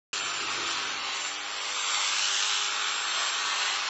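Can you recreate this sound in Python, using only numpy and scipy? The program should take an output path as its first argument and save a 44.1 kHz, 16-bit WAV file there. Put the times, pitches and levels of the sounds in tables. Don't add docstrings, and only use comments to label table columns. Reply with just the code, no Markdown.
import sys
import numpy as np
from scipy import signal
from scipy.fft import rfft, irfft, dct
from scipy.io import wavfile
from scipy.ndimage import uniform_filter1d, map_coordinates

SR = 44100
rng = np.random.default_rng(int(sys.argv[2]) if len(sys.argv) > 2 else 0)


def decibels_to_gain(level_db):
    exponent = np.asarray(level_db, float) / 20
    return 10 ** exponent


def to_wav(sig):
    pcm = np.clip(np.atleast_2d(sig), -1, 1) * 32767
    pcm = np.round(pcm).astype(np.int16)
    wavfile.write(sys.argv[1], SR, pcm.T)


N = 171549

# time in seconds, whine in Hz (bars times turns per second).
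WHINE_SPEED = [(.15, 7262), (.5, 7222), (.8, 7226), (1.1, 7256), (1.4, 7314), (1.7, 7359), (2, 7391),
               (2.3, 7406), (2.6, 7424), (2.9, 7432), (3.2, 7429), (3.5, 7417), (3.89, 7372)]
# time in seconds, blade level in dB, whine level in dB,
# extra treble from the open side of the head in dB.
HAND = [(.14, -33.5, -41.5, 7), (.26, -28.5, -38.5, -1.5), (.5, -29, -51, -1.5), (.7, -28.5, -42, -0.5),
        (1, -30.5, -58.5, -1.5), (1.28, -30.5, -38, 1), (1.4, -32, -50, 0), (1.68, -31.5, -45, 2.5),
        (1.8, -30.5, -40, 4), (1.95, -26.5, -35, 2), (2.1, -32, -40.5, 7.5), (2.36, -31.5, -42, 9),
        (2.5, -29.5, -43.5, 6.5), (2.66, -31.5, -38.5, 7), (2.71, -29, -41, 0), (3.2, -27.5, -40, -1),
        (3.6, -27.5, -41.5, -1.5), (3.88, -29, -52, -0.5)]
# time in seconds, pressed on the body (0-1), held high (0-1).
POSE = [
    (.14, 0.7, 0),
    (.7, 0.95, 0),
    (1.05, 0.5, 0.5),
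    (1.3, 0, 0.5),
    (1.55, 0.01, 1),
    (2.1, 0.02, 1),
    (2.45, 0, .2),
    (3.88, 0.07, 0.5),
]
# multiple of crank speed, level in dB, gain when pressed in dB, gain when high in dB.
CRANK_TONES = [(1, -77, 9, 4), (2, -81, 16, 0), (3, -80, 18, 0), (4, -82, 8, 6), (5, -77, 15, 6),
               (6, -65, 6, -3), (7, -67, 10, -1), (8, -67, 6, 2), (9, -71, 2, 4), (10, -70, 0, 11),
               (11, -70, 6, 5), (12, -66, -4, 8), (14, -63, 0, -1), (16, -59, -3, -4)]
# multiple of motor speed, level in dB, gain when pressed in dB, gain when high in dB.
MOTOR_TONES = [(1, -54, -5, -10), (2, -49, -7, -4), (9, -57, 0, 0), (12, -63, 6, 0)]
# frequency in Hz, level in dB.
BLADE_COLOUR = [(250, -34.5), (620, -9), (1200, -1.5), (2000, -5), (3000, -3), (4300, -3.5), (4900, -7),
                (5800, -8)]
# frequency in Hz, level in dB.
RUMBLE_COLOUR = [(15, -29), (25, -12.5), (81, -13), (189, -12), (392, 0), (600, -8), (780, -36.5),
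                 (1320, -120)]
# time in seconds, lag in ms, level in dB.
ECHO = [
    (.14, 0.71, -11.5),
    (1.62, 0.9, -15),
    (1.78, 0.82, -3.5),
    (2, 0.9, -5.5),
    (2.15, .78, -6),
    (2.38, 0.6, -6.5),
    (2.45, 0.78, -9.5),
    (2.7, 0.77, -9),
    (3.88, .74, -7.5),
]
# time in seconds, lag in ms, level in dB.
GLOVE = [
    (.14, .37, -9),
    (.7, 0.37, -11),
    (1.5, 0.37, -16),
    (1.95, 0.29, -10),
    (2.15, 0.35, -12.5),
    (2.35, 0.3, -6.5),
    (2.62, 0.29, -5.5),
    (2.75, 0.31, -12.5),
    (3.2, 0.29, -12),
    (3.88, 0.28, -15.5),
]
# frequency in Hz, level in dB.
MIC_COLOUR = [(4500, 0), (4950, -2), (5300, 0), (6000, 1), (6750, -2), (7200, 0)]
# frequency in Hz, step size in dB.
ROUNDING_STEP = [(500, -56), (900, -31), (1900, -22), (3500, -20.5), (5000, -20), (5600, -22.5),
                 (6800, -22), (8300, -24.5)]

BARS, CRANK_PER_TURN = 18, .12175
STROKE_TAIL, STROKE_JITTER = 0.3, 0.041
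STROKE_SCATTER_DB, BACK_STROKE_DB = 3.5, -1.5
TICKS_PER_S, TICK_DB, TICK_LIMIT = 1500, -1, 4.5
RATTLE_FROM_HZ, SLIDE_DB = 1300, -0.5
OPEN_HZ, EDGE_HZ, EDGE_PER_OPEN_DB = 1858, 4200, 0.3263
ECHO_TOP_HZ, GLOVE_HZ = 2060, 3290
SHED_DB, SHED_T60_S, SHED_MISSES_OPEN = -3, 0.38, .7
RUMBLE_DB, RUMBLE_PRESSED_DB = -62, 12.5
START_S, PHONE_TOP = .1306, 0.39
ROLL_OFF_HZ, TOP_HZ, BASS_CUT_HZ, RESAMPLE_HZ = 7350, 7900, 42, 8150
STEP_SCATTER_DB, DEAD_ZONE, STEP_FOLLOWS = 2, .4, .45
QUICK_SHARE, QUICK_OPEN_SHARE, QUICK_STEP_DB, QUICK_TOP_HZ = .17, .9, -14, 7450


def unit(x):
    return x / np.sqrt(np.mean(x ** 2))


def column(table, k):
    a = np.array(table, float)
    return np.interp(np.arange(N) / SR, a[:, 0], a[:, k])


def on_log(table, hz):
    a = np.array(table, float)
    return np.interp(np.log(hz + 1), np.log(a[:, 0]), a[:, 1])


def butter(x, order, hz, kind="lowpass"):
    return signal.sosfilt(signal.butter(order, hz, kind, fs=SR, output="sos"), x)


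def colour(x, table):
    size = 8192
    half = size // 2
    cepstrum = irfft(np.log(decibels_to_gain(on_log(table, np.arange(half + 1) * SR / size))))
    cepstrum[1:half] *= 2
    cepstrum[half + 1:] = 0
    response = irfft(np.exp(rfft(cepstrum)))[:half]
    return unit(signal.fftconvolve(x, response)[:N])


def walk(rate):
    k = int(SR / rate)
    steps = np.repeat(rng.standard_normal(N // k + 1), k)
    return unit(uniform_filter1d(uniform_filter1d(steps, k), k)[:N])


def delayed(x, lag_ms):
    return map_coordinates(x, [np.arange(N) - lag_ms * SR / 1000], mode="mirror")


def blades(crank):
    stroke = 2 * crank + STROKE_JITTER * walk(40)
    count = N // 100
    size_db = STROKE_SCATTER_DB * np.tanh(rng.standard_normal(count))
    size = decibels_to_gain(size_db + BACK_STROKE_DB * (np.arange(count) % 2))
    burst = size[stroke.astype(int).clip(0)] * np.exp(-(stroke % 1) / STROKE_TAIL)
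    dice = rng.random((3, N))
    ticks = (dice[0] < TICKS_PER_S / SR) * np.sign(dice[1] - .5) * decibels_to_gain(-TICK_DB * np.log(dice[2] + .1))
    rattle = unit(burst * (unit(ticks) + rng.standard_normal(N)))
    rattle = TICK_LIMIT * np.tanh(rattle / TICK_LIMIT)
    rattle = butter(rattle, 1, RATTLE_FROM_HZ, "highpass")
    slide = decibels_to_gain(SLIDE_DB) * rng.standard_normal(N)
    return colour(rattle + slide, BLADE_COLOUR)


def turn_head(steel):
    open_db = column(HAND, 3)
    bright = butter(steel, 2, OPEN_HZ, "highpass")
    dull = butter(steel, 2, OPEN_HZ)
    edge = butter(bright, 2, EDGE_HZ, "highpass")
    bright = bright + (decibels_to_gain(EDGE_PER_OPEN_DB * open_db) - 1) * edge
    return (dull - decibels_to_gain(open_db) * bright) * decibels_to_gain(column(HAND, 1) - 1.5 + 0.43 * walk(5.925))


def floor_echo(steel):
    soft = butter(steel, 1, ECHO_TOP_HZ)
    return decibels_to_gain(column(ECHO, 2)) * delayed(soft, column(ECHO, 1) - .05)


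def glove_echo(steel):
    cupped = butter(steel, 1, [GLOVE_HZ * .7, GLOVE_HZ * 1.2], "bandpass")
    return decibels_to_gain(column(GLOVE, 2)) * delayed(cupped, column(GLOVE, 1))


def shed(steel):
    size = SR // 2
    out = 0
    for _ in range(4):
        tail = rng.standard_normal(size) * decibels_to_gain(-60 * np.arange(size) / SR / SHED_T60_S)
        fed = np.r_[steel[size:0:-1], steel * walk(7)]
        out = out + signal.fftconvolve(fed, tail / np.sqrt(4 * np.sum(tail ** 2)))[size:size + N]
    return out


def motor_whine(turns):
    level = decibels_to_gain(column(HAND, 2) + 1.5 + 1.8 * walk(12))
    return np.sqrt(2) * level * np.sin(2 * np.pi * BARS * turns + 0.3 * walk(76))


def hum(table, turns, wander_db):
    pressed, high = np.clip(column(POSE, 1), 0, 1), np.clip(column(POSE, 2), 0, 1)
    out = 0
    for multiple, db, pressed_db, high_db in table:
        level = decibels_to_gain(db + pressed_db * pressed + high_db * high + wander_db * walk(10))
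        cycles = round(multiple) * turns + rng.random() + 0.3 * walk(13)
        out = out + np.sqrt(2) * level * np.sin(2 * np.pi * cycles)
    return out


def body_rumble():
    rumble = colour(rng.standard_normal(N), RUMBLE_COLOUR + [(1200, -41.5)])
    return rumble * decibels_to_gain(RUMBLE_DB + RUMBLE_PRESSED_DB * column(POSE, 1) + 2.9 * walk(18))


def scene():
    turns = np.cumsum(column(WHINE_SPEED, 1)) / BARS / SR
    crank = turns * CRANK_PER_TURN
    steel = turn_head(blades(crank + .3))
    to_shed = steel * decibels_to_gain(-SHED_MISSES_OPEN * column(HAND, 3))
    rattle = steel + floor_echo(steel) + glove_echo(steel) + decibels_to_gain(SHED_DB) * shed(to_shed)
    tones = hum(CRANK_TONES, crank, wander_db=3.0) + hum(MOTOR_TONES, turns, wander_db=-0.5)
    return (rattle + motor_whine(turns) + tones + body_rumble())[None]


def thrifty_phone(x, size=1024, count=8):
    h = size // 2
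    hz = np.arange(size) * SR / 2 / size
    win = np.sin(np.pi * (np.arange(2 * size) + .5) / (2 * size))
    pad = np.r_[np.zeros(size), x, np.zeros(2 * size)]
    slices = np.array([pad[i:i + 2 * size] * win for i in range(0, N + size, size)])
    a, b, c, d = slices.reshape(-1, 4, h).transpose(1, 0, 2)
    lines = dct(np.c_[-c[:, ::-1] - d, a - b[:, ::-1]], 4, norm="ortho")
    scatter = np.repeat(rng.standard_normal((len(lines), size // count)), count, axis=1)
    level = np.sqrt(np.mean(lines ** 2, axis=1, keepdims=True)) + 1e-9
    step = decibels_to_gain(on_log(ROUNDING_STEP, hz) + STEP_SCATTER_DB * scatter)
    step = (level / level.mean()) ** STEP_FOLLOWS * step
    bare = column(HAND, 3)[np.minimum(np.arange(len(lines)) * size, N - 1)] > 4
    quick = (rng.random(len(lines)) < np.where(bare, QUICK_OPEN_SHARE, QUICK_SHARE))[:, None]
    step = step * decibels_to_gain(QUICK_STEP_DB * quick * (hz < QUICK_TOP_HZ))
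    rounded = np.sign(lines) * np.floor(np.abs(lines) / step + DEAD_ZONE) * step
    u = dct(rounded, 4, norm="ortho")
    p, q = u[:, :h], u[:, h:]
    frames = np.c_[q, -q[:, ::-1], -p[:, ::-1], -p] * win
    first, second = frames[:, :size].ravel(), frames[:, size:].ravel()
    out = np.r_[first, np.zeros(size)] + np.r_[np.zeros(size), second]
    return out[size:size + N]


def top_cut(x):
    return signal.sosfilt(signal.butter(12, 8750, fs=SR, output="sos"), x)


def record(dry):
    x = colour(dry[0], MIC_COLOUR) * np.std(dry)
    x = PHONE_TOP * np.tanh(x / PHONE_TOP)
    x = butter(x, 9, ROLL_OFF_HZ)
    x = signal.sosfilt(signal.ellip(8, .3, 80, TOP_HZ, fs=SR, output="sos"), x)
    x = butter(x, 2, BASS_CUT_HZ, "highpass")
    x = thrifty_phone(x)
    x = signal.sosfilt(signal.ellip(10, .3, 70, RESAMPLE_HZ, fs=SR, output="sos"), x)
    fade_in = np.clip((np.arange(N) - START_S * SR) / 6, 0, 1)
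    fade_out = np.clip((N - np.arange(N)) / 60, .15, 1)
    x = x * fade_in * fade_out
    return top_cut(x[None])


dry = scene()
out = record(dry)
to_wav(out)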